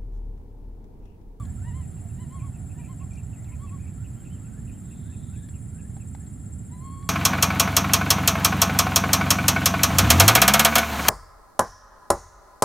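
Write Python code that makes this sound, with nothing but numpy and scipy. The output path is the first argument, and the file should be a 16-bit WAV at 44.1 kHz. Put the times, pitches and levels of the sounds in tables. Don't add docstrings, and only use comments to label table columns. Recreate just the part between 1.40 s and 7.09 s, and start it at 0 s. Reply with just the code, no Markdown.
import sys
import numpy as np
from scipy import signal
from scipy.fft import rfft, irfft, next_fast_len
from scipy.io import wavfile
from scipy.ndimage import uniform_filter1d

SR = 44100
rng = np.random.default_rng(int(sys.argv[2]) if len(sys.argv) > 2 else 0)


def dump(signal):
    limited = np.clip(np.atleast_2d(signal).T, -1, 1)
    pcm = np.round(limited * 32767).astype(np.int16)
    wavfile.write(sys.argv[1], SR, pcm)


N = 250929

# top_s, half_width_s, top_hz, fundamental_db, overtones_db, tilt_db_per_order
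COOS = [(.005, .034, 1171, -48, -69, 1), (.286, .033, 976, -52, -58, -4),
        (0.379, 0.046, 1055, -54.5, -64.5, -3), (.82, .031, 1020, -58, -63, -1),
        (.955, .042, 1097, -48, -66.5, -1), (1.048, 0.036, 1121, -49, -69, -5),
        (1.397, 0.031, 967, -58, -65.5, -1.5), (1.51, 0.023, 1077, -51.5, -67, -2),
        (1.626, 0.021, 1120, -51, -72, -7), (2.13, 0.026, 1024, -60.5, -73, -3),
        (2.242, 0.037, 1146, -50, -68, 1), (2.34, .031, 1129, -50, -72, -3)]
# time_s, pitch_hz, fundamental_db, overtones_db
LONG_COO = [(5.3, 906, -64, -84), (5.335, 985, -54.5, -62.5), (5.39, 1012, -60, -74),
            (5.455, 1080, -47, -66), (5.69, 1112, -51.5, -69)]
# freq_hz, gain_db
THROAT = [(1700, 13), (1950, 2.5), (2200, -3), (2600, 0), (3020, -1), (3300, -3), (3900, -6), (4300, -8.5),
          (4600, -12), (5200, -25)]
OPEN_THROAT = [(1800, 8), (2200, 0.5), (2700, -14), (3030, -20), (3230, 2), (3600, -4), (4000, 0),
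               (4400, -0.5), (5000, -24)]

# turn_s, half_length_s, turn_hz, bend_to_ends_hz, level_db
WARBLES = [(1.009, .018, 2380, 385, -61), (1.405, .02, 2390, 400, -61), (1.451, .02, 2340, 400, -61.5),
           (1.723, .018, 2360, 350, -60.5), (1.768, .02, 2326, 352, -60.5), (1.994, .032, 1990, 280, -66),
           (2.105, .032, 2144, 318, -64.5), (2.412, .025, 2510, -400, -64.5), (2.465, .028, 2254, 378, -62),
           (2.793, .048, 3190, -650, -72), (2.932, .05, 3140, -850, -66.5), (3.302, .02, 2447, 400, -65),
           (3.346, .038, 3090, -750, -71)]
# start_s, gain_db
CHIPS = [(.425, -67.5), (.565, -68.5), (.69, -70), (.99, -72), (1.14, -65), (1.294, -63), (1.44, -64),
         (1.598, -62), (1.772, -60), (1.928, -62), (2.05, -66), (2.117, -61.5), (2.271, -61.5),
         (2.464, -65), (2.641, -62), (2.848, -61.5), (3.044, -67.5), (3.272, -61.5), (3.508, -63),
         (3.722, -64), (3.936, -64.5), (4.137, -64), (4.383, -63), (4.599, -63)]
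# time_s, pitch_hz, gain_db
CHIP_SHAPE = [(0, 2513, 0), (.006, 2732, 3), (.015, 2723, -1.5), (.023, 2586, 5.5), (.03, 2510, 0.5),
              (.037, 2430, -15)]
# start_s, length_s, start_hz, gain_db
WHISTLES = [(0.068, .042, 1630, -72), (0.172, 0.074, 1293, -70), (2.574, 0.068, 1270, -71),
            (2.758, .09, 1306, -74), (2.996, 0.098, 1170, -72), (3.11, .09, 1410, -72),
            (3.404, .11, 1200, -76), (3.623, 0.11, 1370, -72.5), (3.877, 0.13, 1265, -74),
            (4.006, 0.069, 1567, -71), (4.322, 0.085, 1370, -73), (4.411, 0.067, 1547, -71.5),
            (4.802, 0.057, 1675, -73)]

# start_s, pitch_hz, level_db, t60_s, pan_db
POPS = [(.652, 692, -50, 0.25, 1), (4.567, 784, -42.5, 0.051, 2), (4.749, 830, -36, 0.019, -4.5)]
# start_s, peak_db, pan_db
TICKS = [(.052, -48, 1), (2.044, -52.5, 1.5), (2.84, -58, 0), (4.087, -48, .5), (4.566, -52, 0),
         (4.749, -43.5, -6), (4.864, -54, 0), (5.626, -47.5, -2)]
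# freq_hz, gain_db, t60_s
LEAF_MODES = [(1610, -3, 0.0058), (2070, -0.5, 0.0056), (3470, -5, 0.0061), (4010, -5, 0.0061),
              (5540, -13, 0.006)]
# freq_hz, gain_db
GRASS_SPECTRUM = [(2500, -9), (4000, 10), (6500, 18), (9000, -12)]
# time_s, level_db
GRASS_ENVELOPE = [(1.71, -100), (1.74, -68), (1.765, -76), (1.8, -100)]

# freq_hz, gain_db
CRICKET_SPECTRUM = [(7250, -30), (7480, -12), (7555, -2), (7680, -8), (7745, -11), (7795, 0), (7860, -13),
                    (8050, -30)]
THROBBER_SPECTRUM = [(6300, -20), (6700, -10), (6900, 3.5), (7060, -3), (7250, -8), (7500, -43)]
CHORUS_SPECTRUM = [(7900, -31), (8500, -13), (8750, -12), (9000, -4), (9450, 0), (9750, -5), (10150, -19.5),
                   (11000, -35)]
BUZZ_SPECTRUM = [(3000, -24), (3400, -5), (3650, 0), (3850, -5.5), (4200, -10)]
LATE_INSECT_SPECTRUM = [(8050, -18), (8350, -19), (8500, -1), (8650, -2), (8850, -6), (9100, -22)]
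HIGH_INSECT_SPECTRUM = [(10000, -9), (11000, -3), (12500, -7), (15500, 2)]
# time_s, gain_db
CRICKET_ENVELOPE = [(0, -56.5), (2.7, -57), (5.2, -53), (5.69, -55)]
CHORUS_ENVELOPE = [(0, -64.5), (1, -63.5), (1.6, -66), (2.8, -66), (4.2, -62.5), (5.69, -64)]
BUZZ_ENVELOPE = [(3.38, -100), (3.45, -76), (3.55, -70), (3.8, -69), (4.05, -70.5), (4.14, -100)]

# freq_hz, gain_db
RUMBLE_SPECTRUM = [(12, -28), (25, -23), (40, -13), (62, -3.5), (88, 0), (118, -1.5), (160, -12),
                   (230, -32.5)]
ROAR_SPECTRUM = [(90, -16.5), (130, -2), (165, 0), (250, -6.5), (320, -16), (420, -23.5), (600, -44),
                 (1000, -59)]
WASH_SPECTRUM = [(150, 2), (300, 6.5), (480, 2), (730, 2.5), (950, -4), (1200, -7), (1390, -2), (1550, -8),
                 (1900, -6), (2500, -14), (4200, -19), (5500, -24.5)]
DRONE_SPECTRUM = [(520, -12), (660, -5), (750, -1.5), (830, -11.5), (980, -10.5)]
HISS_SPECTRUM = [(2000, -11), (5200, -4), (6500, 3), (8200, 5), (10500, 7), (12500, 4.5), (15500, 1.5)]
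# time_s, level_db
RUMBLE_ENVELOPE = [(0, -35.5), (.12, -32), (.6, -35), (1.5, -36.3), (2.1, -34), (3.1, -37), (4.2, -36.5),
                   (5.69, -39)]
ROAR_ENVELOPE = [(0, -42.5), (.7, -42), (1.65, -42), (1.85, -43.3), (3.25, -40.5), (4.1, -42),
                 (5.69, -41.5)]
WASH_ENVELOPE = [(0, -57), (1, -58), (2, -58), (3, -57.5), (4, -59), (5.69, -59)]
DRONE_ENVELOPE = [(0, -62.5), (.3, -65.5), (1.2, -63), (2.0, -63.5), (2.6, -86), (5.69, -82)]
# freq_hz, correlation
AMBIENT_CORRELATION = [(10, 0.77), (130, 0.97), (220, 0.91), (330, 0.54), (520, 0), (800, 0.52),
                       (1300, 0.72), (3000, 1), (6000, 1), (9000, 0.15), (16000, 0.07)]


def monkey():
    return pan(foliage(short_coos() + long_coo(), wet_db=-20, t60_s=.25), left_db=3.5)


def short_coos(sag_share=.115, fundamental_fall_db=11, overtone_fall_db=2):
    top_s, half_s, top_hz, fundamental_db, overtones_db, tilt_db = np.transpose(COOS)[:, :, None]
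    away = np.minimum(((clock() - top_s) / half_s) ** 2, 20)
    arch = np.exp(-away)
    lead = arch ** 2 / np.sum(arch ** 2, axis=0)
    hz = np.sum(lead * top_hz * (1 - sag_share * (1 - arch)), axis=0)
    fundamental = from_db(fundamental_db - fundamental_fall_db * away).max(axis=0)
    overtones = from_db(overtones_db - overtone_fall_db * away ** 2).max(axis=0)
    return voice(hz, fundamental, overtones, THROAT, np.sum(lead * tilt_db, axis=0))


def long_coo(quaver_hz=10.4, quaver_share=.0084):
    out = np.zeros(N)
    hz, fundamental, overtones = note(LONG_COO, fade_s=.006)
    quaver = 1 - quaver_share * np.cos(2 * np.pi * quaver_hz * np.arange(len(hz)) / SR)
    add(out, LONG_COO[0][0], voice(hz * quaver, fundamental, overtones, OPEN_THROAT, tilt_db=.5))
    return out


def voice(hz, fundamental, overtones, throat, tilt_db, shimmer_db=1.34):
    hz = waver(hz, share=.004)
    orders = np.arange(2, 6)
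    gains = np.array([from_db(at_hz(throat, k * hz) + tilt_db * k) for k in orders])
    upper = sum(gain * tone(k * hz) for k, gain in zip(orders, gains)) / np.linalg.norm(gains, axis=0)
    shimmer = from_db(shimmer_db * drift(rate_hz=60)[:len(hz)])
    return shimmer * (fundamental * tone(hz) + overtones * upper)


def warbling_bird(end_fall_db=6):
    out = np.zeros(N)
    u = np.linspace(-1, 1, 21)
    for turn_s, half_s, turn_hz, bend_hz, db in WARBLES:
        contour = [turn_s + half_s * u, turn_hz + bend_hz * u ** 2, db - end_fall_db * u ** 2]
        hz, gain = note(np.transpose(contour))
        add(out, turn_s - half_s, gain * tone(waver(hz, share=.016)))
    return foliage(out, wet_db=-5.5, t60_s=.2)


def chipping_bird(trim_db=-3, trill_hz=137.6, trill_share=.031, detune_share=.0148):
    out = np.zeros(N)
    hz, gain = note(CHIP_SHAPE)
    for start_s, db in CHIPS:
        trill = np.sin(2 * np.pi * (trill_hz * np.arange(len(hz)) / SR + rng.random()))
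        pitch_hz = hz * (1 + detune_share * rng.standard_normal() + trill_share * trill)
        add(out, start_s, from_db(db + trim_db) * gain * tone(waver(pitch_hz, share=.027)))
    return foliage(out, wet_db=-5, t60_s=.15)


def whistling_bird(trim_db=3.5, rise_hz_per_s=4200):
    out = np.zeros(N)
    for start_s, length_s, start_hz, db in WHISTLES:
        end_hz = start_hz + rise_hz_per_s * length_s
        hz, gain = note([(start_s, start_hz, db), (start_s + length_s, end_hz, db)], fade_s=.0037)
        add(out, start_s, gain * tone(waver(hz, share=.0045)))
    return foliage(from_db(trim_db) * out, wet_db=-2, t60_s=.1)


def pops_and_ticks(crackle_decay_s=.0059):
    out, t = np.zeros((2, N)), np.arange(SR // 8) / SR
    impulse = 1.0 * (t == 0)
    for start_s, hz, db, t60_s, pan_db in POPS:
        add(out, start_s, pan(from_db(db) * ring(impulse, hz, t60_s), pan_db))
    for start_s, peak_db, pan_db in TICKS:
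        crackle = rng.standard_normal(len(t)) * np.exp(-t / crackle_decay_s)
        tick = sum(from_db(db) * ring(crackle, hz, t60_s) for hz, db, t60_s in LEAF_MODES)
        add(out, start_s, pan(from_db(peak_db) * tick / np.abs(tick).max(), pan_db))
    return out


def grass(grain_db=6.4):
    grain = from_db(grain_db * drift(rate_hz=200))
    return envelope(GRASS_ENVELOPE) * grain * noise(GRASS_SPECTRUM, correlation=1)


def cricket(wing_hz=7627, wander_hz=10, flutter_db=1.66, rasp_db=-6.5, echo_db=-59.5, diffuse_db=-65.5):
    direct = envelope(CRICKET_ENVELOPE) * wing_strokes(delay_s=0, half_s=.013)
    echo = from_db(echo_db) * wing_strokes(delay_s=.022, half_s=.015)
    swell = np.sqrt(direct ** 2 + echo ** 2 + from_db(diffuse_db) ** 2)
    wing = tone(wing_hz + wander_hz * drift(rate_hz=40))
    flutter = from_db(flutter_db * drift(rate_hz=91))
    rasp = from_db(rasp_db) * noise(CRICKET_SPECTRUM, correlation=.52)
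    return pan(swell * (wing * flutter + rasp), left_db=1.5)


def wing_strokes(delay_s, half_s, rate_hz=15.5, first_peak_s=.0355):
    cycles = (clock() - first_peak_s - delay_s) * rate_hz
    from_peak_s = ((cycles + .5) % 1 - .5) / rate_hz
    return np.exp(-(from_peak_s / half_s) ** 6)


def far_insects(throb_db=-69.5, throb_hz=12.8, chorus_trim_db=4, swell_hz=8.5):
    rad_per_hz = 2 * np.pi * clock()
    throbs = 1 + .41 * np.cos(throb_hz * rad_per_hz + 1.4 + .37 * drift(rate_hz=1))
    throbber = from_db(throb_db) * throbs * noise(THROBBER_SPECTRUM, correlation=1)
    swells = 1 + .18 * np.cos(swell_hz * rad_per_hz + drift(rate_hz=1))
    chorus = envelope(CHORUS_ENVELOPE) * swells * noise(CHORUS_SPECTRUM, correlation=-.076)
    return pan(throbber + from_db(chorus_trim_db) * chorus, left_db=.4)


def buzzing_insect(flutter_db=1.9):
    flutter = from_db(flutter_db * drift(rate_hz=200))
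    return envelope(BUZZ_ENVELOPE) * flutter * noise(BUZZ_SPECTRUM, correlation=.99)


def late_insect(level_db=-68.5, start_s=3.55, rise_s=.3, pulse_hz=8.8, peak_s=3.885, depth=.73):
    fade_in = np.clip((clock() - start_s) / rise_s, 0, 1)
    pulses = 1 + depth * np.cos(2 * np.pi * pulse_hz * (clock() - peak_s))
    return from_db(level_db) * fade_in * pulses * noise(LATE_INSECT_SPECTRUM, correlation=.05)


def high_insect(level_db=-72.5, dip_db=7, period_s=.675, peak_s=.05):
    dips = np.abs(np.sin(np.pi * (clock() - peak_s) / period_s))
    return pan(from_db(level_db - dip_db * dips) * noise(HIGH_INSECT_SPECTRUM), left_db=-5)


def background(hiss_db=-68):
    rumble = envelope(RUMBLE_ENVELOPE) * noise(RUMBLE_SPECTRUM)
    roar = envelope(ROAR_ENVELOPE) * noise(ROAR_SPECTRUM)
    wash = envelope(WASH_ENVELOPE) * noise(WASH_SPECTRUM)
    drone = envelope(DRONE_ENVELOPE) * noise(DRONE_SPECTRUM)
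    hiss = from_db(hiss_db) * noise(HISS_SPECTRUM)
    return pan(rumble, left_db=-4) + pan(roar, left_db=-2.5) + wash + drone + hiss


def foliage(x, wet_db, t60_s, predelay_s=.003):
    t = np.arange(SR // 2) / SR
    mid, side = rng.standard_normal((2, len(t))) * from_db(-60 * t / t60_s) * (t > predelay_s)
    echoes = mid + .22 * side * [[1], [-1]]
    echoes /= np.sqrt(np.sum(echoes ** 2) / 2)
    return x + from_db(wet_db) * signal.fftconvolve(x[None], echoes, axes=1)[:, :N]


def noise(spectrum, correlation=None):
    size = next_fast_len(N)
    hz = np.fft.rfftfreq(size, 1 / SR)
    if correlation is None:
        correlation = at_hz(AMBIENT_CORRELATION, hz)
    in_band = (hz >= spectrum[0][0]) & (hz <= spectrum[-1][0])
    gain = from_db(np.where(in_band, at_hz(spectrum, hz), -100))
    mid, side = rfft(rng.standard_normal((2, size))) * gain
    stereo = np.sqrt(1 + correlation) * mid + np.sqrt(1 - correlation) * side * [[1], [-1]]
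    return unit_rms(irfft(stereo, size)[:, :N])


def note(rows, fade_s=.0013):
    times_s, *columns = np.transpose(rows)
    t = np.arange(times_s[0], times_s[-1], 1 / SR)
    hz, *levels_db = [uniform_filter1d(np.interp(t, times_s, c), 300, mode="nearest") for c in columns]
    fade = np.clip(np.minimum(t - t[0], t[-1] - t) / fade_s, 0, 1)
    return [hz] + [from_db(db) * fade for db in levels_db]


def tone(hz):
    return np.sqrt(2) * np.sin(2 * np.pi * np.cumsum(hz) / SR)


def ring(push, hz, t60_s):
    r, w = from_db(-60 / (t60_s * SR)), 2 * np.pi * hz / SR
    return signal.lfilter([0, np.sin(w)], [1, -2 * r * np.cos(w), r * r], push + 1e-18)


def waver(hz, share):
    jitter = uniform_filter1d(rng.standard_normal(max(SR, len(hz))), size=100)
    return hz * (1 + share * unit_rms(jitter)[:len(hz)])


def drift(rate_hz):
    hz = np.fft.rfftfreq(N, 1 / SR)
    return unit_rms(irfft(rfft(rng.standard_normal(N)) / (1 + (hz / rate_hz) ** 2), N))


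def envelope(rows):
    return from_db(np.interp(clock(), *np.transpose(rows)))


def at_hz(rows, hz):
    freq_hz, values = np.transpose(rows)
    return np.interp(np.log(hz + 1), np.log(freq_hz), values)


def add(out, start_s, sound):
    start = int(np.clip(start_s * SR, 0, N - 1))
    out[..., start:start + sound.shape[-1]] += sound[..., :N - start]


def pan(x, left_db):
    return x * from_db([[left_db / 2], [-left_db / 2]])


def from_db(db):
    return 10 ** (np.asarray(db) / 20)


def unit_rms(x):
    return x / np.sqrt(np.mean(x ** 2) + 1e-20)


def clock():
    return np.arange(N) / SR


def scene():
    birds = warbling_bird() + chipping_bird() + whistling_bird()
    nearby = monkey() + pops_and_ticks() + grass()
    insects = cricket() + far_insects() + buzzing_insect() + late_insect() + high_insect()
    return nearby + birds + insects + background()


def record(dry, cutoff_hz=15550):
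    return signal.sosfilt(signal.ellip(12, .1, 90, cutoff_hz, fs=SR, output="sos"), dry)


dry = scene()
out = record(dry)
dump(out)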